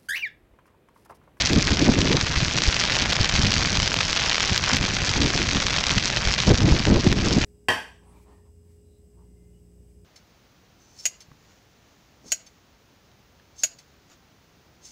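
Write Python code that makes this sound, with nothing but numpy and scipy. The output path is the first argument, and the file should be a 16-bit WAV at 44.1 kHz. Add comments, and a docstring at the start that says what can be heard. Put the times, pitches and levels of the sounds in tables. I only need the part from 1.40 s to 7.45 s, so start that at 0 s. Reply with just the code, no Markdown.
"""Steady rain on a paved riverside path: near drops snap on wet stone over the wash of countless far ones.
In the first second gusts rumble and thud on the microphone; lighter ones follow over a low breeze
and a distant town. From 5 s the gusts crowd in and blow hardest, ducking the sound of the rain.
Throughout, a limiter catches the biggest drops and gusts and briefly ducks the rain behind them."""
import sys
import numpy as np
from scipy import signal
from scipy.fft import rfft, irfft, next_fast_len
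from scipy.io import wavfile
from scipy.ndimage import uniform_filter1d

SR = 44100
rng = np.random.default_rng(int(sys.argv[2]) if len(sys.argv) > 2 else 0)


def to_wav(s):
    """Save 16-bit WAV."""
    ch = np.atleast_2d(s).T  # columns
    pcm = np.round(np.clip(ch, -1, 1) * 32767)  # PCM
    wavfile.write(sys.argv[1], SR, pcm.astype(np.int16))


N = 266716

# rain as heard, ducked under strong gusts: time_s, level_db
RAIN_LEVEL = [(0, -24.5), (.55, -27.5), (1.2, -25.5), (3.2, -26), (4.9, -26.5), (5.5, -30), (6.05, -26.5)]
# far drops: frequency_hz, density_db
WASH_SPECTRUM = [(60, -10.5), (250, 2.5), (600, 3), (1000, -3.5), (2200, -2), (4000, -6.5), (6000, -3.5),
                 (7200, -13.5), (8500, -12.5)]

def rain(near_db=0.19, wash_db=-9.0, flurry_db=1.04):
    """Near drops come in small flurries; far ones merge to a smooth wash."""
    near = patter() * gain_of(near_db + flurry_db * wander(rate_hz=24))
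    far = gain_of(wash_db) * unit_rms(colour(rng.standard_normal(N), WASH_SPECTRUM))
    return gain_of(follow(RAIN_LEVEL)) * (splash_trails(near) + far) + close_drops()


# near drops: frequency_hz, density_db
SPLASH_SPECTRUM = [(150, -14.5), (500, -4.5), (900, -2.5), (1600, -1.5), (2600, 0), (4000, 0), (5500, 1),
                   (7000, 0.5), (8500, -3)]

def patter(rate_per_s=900, nearest_radii=0.14, low_hz=1090, high_hz=6020, cycles=0.28, ring_spread=1.34):
    """Drops land evenly over a disc of pavement and fall off as 1 / distance."""
    draws = rng.random((N, 5))
    out = np.zeros(N)
    for at in np.flatnonzero(draws[:, 0] < rate_per_s / SR):
        _, area, pitch, ring, side = draws[at]
        pitch_hz = low_hz + (high_hz - low_hz) * pitch
        # low drops are dead slaps; some high ones ring briefly in the water film
        wave = snap(pitch_hz, cycles * (1 + ring_spread * pitch * ring ** 2))
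        distance = np.sqrt(area + nearest_radii ** 2)
        add(out, at / SR, np.sign(side - .5) * wave / np.linalg.norm(wave) / distance)
    return unit_rms(colour(out, SPLASH_SPECTRUM))


# biggest drops: start_s, level_db, pitch_hz
BIG_DROPS = [(.0206, -9, 4170), (0.1326, -10, 4000), (.2718, -11.5, 4170), (0.617, -10, 3500),
             (0.7135, -18.5, 2900), (.8121, -11.5, 3300), (1.1858, -9.5, 3200), (1.22, -10, 3200),
             (1.2369, -9.5, 4940), (1.366, -12, 2800), (1.438, -9.5, 3400), (1.7308, -8.5, 2880),
             (1.7664, -10.5, 3300), (1.8562, -14, 3750), (1.8948, -9, 3160), (2.1207, -8, 3400),
             (2.14, -8.5, 4500), (2.3725, -9.5, 3400), (2.401, -10.5, 3000), (2.4771, -9, 4160),
             (2.542, -8, 2980), (2.7297, -8.5, 3500), (2.8964, -9, 4430), (2.9812, -9.5, 2720),
             (3.005, -9, 3020), (3.1619, -11, 2830), (3.1777, -5.5, 4430), (3.3337, -11, 4040),
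             (3.3683, -7, 2930), (3.422, -20, 3000), (3.5672, -13, 2640), (3.8197, -10, 3730),
             (3.8615, -12.5, 3700), (3.9766, -10.5, 3700), (4.267, -10, 3500), (4.4392, -11, 3500),
             (4.4672, -11, 3880), (4.5816, -8.5, 3500), (4.771, -10.5, 2480), (4.9393, -10, 3930),
             (4.9875, -14, 3200), (5.0021, -9.5, 4200), (5.4533, -10, 2540), (5.7272, -10, 2700),
             (6.017, -17, 3800)]

def close_drops(trim_db=0.16, rebound_db=-5, rebound_s=.0008, spray_db=-23, spray_s=0.007, size=700):
    """Drops beside the microphone: impact, second slap of the splash, short spray."""
    out, t = np.zeros(N), np.arange(size) / SR
    drops = BIG_DROPS + lesser_drops()
    for (start_s, level_db, pitch_hz), noise in zip(drops, rng.standard_normal((len(drops), size))):
        cycles = 0.27 * (pitch_hz / 3400) ** 1.6  # higher drops ring longer
        impact = np.sign(noise[0]) * snap(pitch_hz, cycles, size)
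        rebound = gain_of(rebound_db) * snap(pitch_hz * np.exp(noise[2] / 10), cycles)
        add(impact, rebound_s * np.exp(noise[1] / 2), rebound)
        spray = gain_of(spray_db) * noise * np.exp(-t / spray_s)
        splat = colour(impact + spray, SPLASH_SPECTRUM)
        splat *= np.sqrt(SR / 1000) / np.linalg.norm(splat)  # energy of 1 ms at rms 1
        add(out, start_s, gain_of(level_db + trim_db) * splat)
    return out


def lesser_drops(rate_per_s=18, mean_db=-15, spread_db=1.5, centre_hz=3500, spread_oct=0.26):
    """Random close drops, ducked with the rest of the rain under strong gusts."""
    starts = np.flatnonzero(rng.random(N) < rate_per_s / SR)
    chance = np.clip(rng.standard_normal((N, 2))[starts], -2, 2)
    duck_db = follow(RAIN_LEVEL) - follow(RAIN_LEVEL).mean()
    level_db = mean_db + duck_db[starts] + spread_db * chance[:, 0]
    pitch_hz = centre_hz * 2 ** (spread_oct * chance[:, 1])
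    return list(zip(starts / SR, level_db, pitch_hz))


def snap(pitch_hz, decay_cycles, size=260):
    """One drop: a sudden push of air that swings out within a cycle or two."""
    turns = pitch_hz * np.arange(size) / SR
    wave = np.sin(2 * np.pi * turns) * np.sqrt(turns) * np.exp(-turns / decay_cycles)
    return wave / abs(wave).max()


def splash_trails(drops, trail_db=-11, decay_s=0.0022, size=900, spots=12):
    """Each splash trails its drop by a few milliseconds, differently from spot to spot."""
    tails = rng.standard_normal((spots, size)) * np.exp(-np.arange(size) / SR / decay_s)
    spot = np.repeat(rng.integers(0, spots, N // size + 1), size)[:N]
    trails = sum(signal.oaconvolve(drops * (spot == k), tail / np.linalg.norm(tail))[:N]
                 for k, tail in enumerate(tails))
    return drops + gain_of(trail_db) * trails


# time_s, level_db
BREEZE_LEVEL = [(0, -27.5), (1.45, -31), (2.3, -26.5), (2.95, -36), (3.5, -27.5), (4.3, -30.5),
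                (6.05, -24.5)]
# start_s, length_s, level_db, corner_hz
WIND_GUSTS = [(.09, 0.093, -19, 320), (.25, 0.087, -23, 300), (.38, 0.37, -18.5, 348),
              (1.13, 0.081, -25, 260), (1.97, 0.28, -23, 202), (3.31, 0.11, -24, 250),
              (3.761, 0.099, -21.5, 316), (3.939, 0.065, -19.5, 350), (4.11, 0.058, -24.5, 320),
              (4.541, .04, -25.5, 180), (5.06, .07, -15, 374), (5.18, 0.18, -17.5, 300),
              (5.458, .11, -14.5, 377), (5.629, 0.14, -18, 330), (5.83, 0.13, -19, 344)]

def wind(trim_db=-2, rise_s=0.021, fall_s=0.026, wander_db=3, flutter_db=-16, gale_db=-15):
    """Gusts rise, hold and die away over a low breeze; stronger ones flutter more on their peaks."""
    t = np.arange(N) / SR
    out = gain_of(follow(BREEZE_LEVEL) + trim_db) * turbulence(corner_hz=153.6, slope=4.4, lowest_hz=26)
    flutter = gain_of(flutter_db) * turbulence(corner_hz=1000, slope=5.5, lowest_hz=500)
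    for start_s, length_s, level_db, corner_hz in WIND_GUSTS:
        rise = np.clip((t - start_s) / rise_s, 0, 1)
        fall = np.exp(-np.maximum(t - start_s - length_s, 0) / fall_s)
        eddies = turbulence(corner_hz, slope=6.2, lowest_hz=26)
        rumble = gain_of(level_db + trim_db) * rise * fall * eddies
        out += rumble + gain_of(level_db - gale_db) * abs(rumble) * flutter
    return out * gain_of(wander_db * wander(rate_hz=30))


# hardest eddies: peak_s, level_db, centre_hz
EDDY_THUDS = [(.139, -15, 245), (0.178, -11.5, 200), (.488, -8, 230), (.973, -17, 110), (1.025, -16.5, 139),
              (1.284, -12, 90), (1.81, -15, 104), (1.994, -18.5, 130), (2.057, -18, 100), (2.389, -16, 79),
              (3.118, -17, 130), (4.873, -17.5, 69.5), (5.133, -12, 111), (5.248, -11.5, 165),
              (5.326, -8, 74), (5.525, -10, 169), (5.671, -10.5, 170), (5.977, -11, 180)]

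def buffets(trim_db=-0.8, width_s=0.0078, tear_db=-13, size=4096):
    """Each eddy is a short, soft thud; the air tears on its pressure peaks, more on harder hits."""
    out, t = np.zeros(N), (np.arange(size) - size / 2) / SR
    swell = np.exp(-.5 * (t / width_s) ** 2)
    for peak_s, level_db, centre_hz in EDDY_THUDS:
        thud = swell * eddy_noise(size, corner_hz=1.06 * centre_hz, slope=4.9, lowest_hz=centre_hz / 3)
        thud *= np.linalg.norm(swell) / np.linalg.norm(thud)
        add(out, peak_s + t[0], gain_of(level_db + trim_db) * thud)
    tear = out ** 2 * turbulence(corner_hz=1000, slope=6.9, lowest_hz=400)
    return out + gain_of(tear_db) * tear


def eddy_noise(size, corner_hz, slope, lowest_hz):
    """Pressure noise, flat from lowest_hz to the eddies' corner, falling steeply above."""
    hz = np.fft.rfftfreq(size, 1 / SR)
    shape = hz / np.hypot(hz, lowest_hz) / np.sqrt(1 + (hz / corner_hz) ** slope)
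    return irfft(rfft(rng.standard_normal(size)) * shape, size)


def turbulence(corner_hz, slope, lowest_hz):
    """Continuous eddy noise, rms 1."""
    return unit_rms(eddy_noise(next_fast_len(N, real=True), corner_hz, slope, lowest_hz)[:N])


# frequency_hz, density_db
TOWN_SPECTRUM = [(15, -20), (35, 7.5), (100, -2.5), (200, -2), (350, -21.5), (600, -12.5), (1200, -37),
                 (3000, -65)]

def town(level_db=-39):
    """Steady low rumble from far away."""
    return gain_of(level_db) * unit_rms(colour(rng.standard_normal(N), TOWN_SPECTRUM))


def gain_of(db):
    """Decibels to amplitude."""
    return 10 ** (np.asarray(db) / 20)


def unit_rms(x):
    """Scales to rms 1."""
    return x / np.sqrt(np.mean(x ** 2) + 1e-20)


def follow(curve):
    """Rows of time_s, value, interpolated at every sample."""
    return np.interp(np.arange(N) / SR, *np.transpose(curve))


def add(mix, start_s, sound):
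    """Mixes a sound in at start_s."""
    part = mix[max(round(start_s * SR), 0):][:len(sound)]
    part += sound[:len(part)]


def colour(x, spectrum, size=2048):
    """Minimum-phase filter: clicks keep their sharp front."""
    hz, db = np.transpose(spectrum)
    bin_hz = abs(np.fft.fftfreq(size, 1 / SR))
    log_gain = np.log(gain_of(np.interp(np.log1p(bin_hz), np.log1p(hz), db)))
    taps = np.fft.ifft(np.exp(np.conj(signal.hilbert(log_gain)))).real
    return signal.oaconvolve(x, taps)[:len(x)]


def wander(rate_hz):
    """Slow random drift, rms 1."""
    hz = np.fft.rfftfreq(N, 1 / SR)
    return unit_rms(irfft(rfft(rng.standard_normal(N)) / (1 + (hz / rate_hz) ** 4), N))


def low_pass(x, cutoff_hz):
    """Steep band limit."""
    return signal.oaconvolve(x, signal.firwin(201, cutoff_hz, window=("kaiser", 9), fs=SR), "same")


def limiter(x, threshold_db=-5, recovery_db_per_s=55, slope=0.7):
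    """Gain drops at once on a peak and creeps back."""
    over_db = slope * np.maximum(20 * np.log10(abs(x) + 1e-9) - threshold_db, 0)
    recovery_db = np.arange(N) * recovery_db_per_s / SR
    held_db = np.maximum.accumulate(over_db + recovery_db) - recovery_db
    return x * gain_of(-uniform_filter1d(held_db, size=31))


def scene():
    """Rain, wind and the distant town, mono."""
    return (rain() + wind() + buffets() + town())[None]


def record(dry, microphone_hz=7100, ceiling=0.7):
    """Dull microphone into a limiter; tips that slip past it clip with a tiny bright tick."""
    dull = signal.sosfilt(signal.butter(N=6, Wn=microphone_hz, fs=SR, output="sos"), dry[0])
    limited = limiter(low_pass(dull, cutoff_hz=8450))
    return low_pass(np.clip(limited, -ceiling, ceiling), cutoff_hz=15900)[None]


dry = scene()
out = record(dry)
to_wav(out)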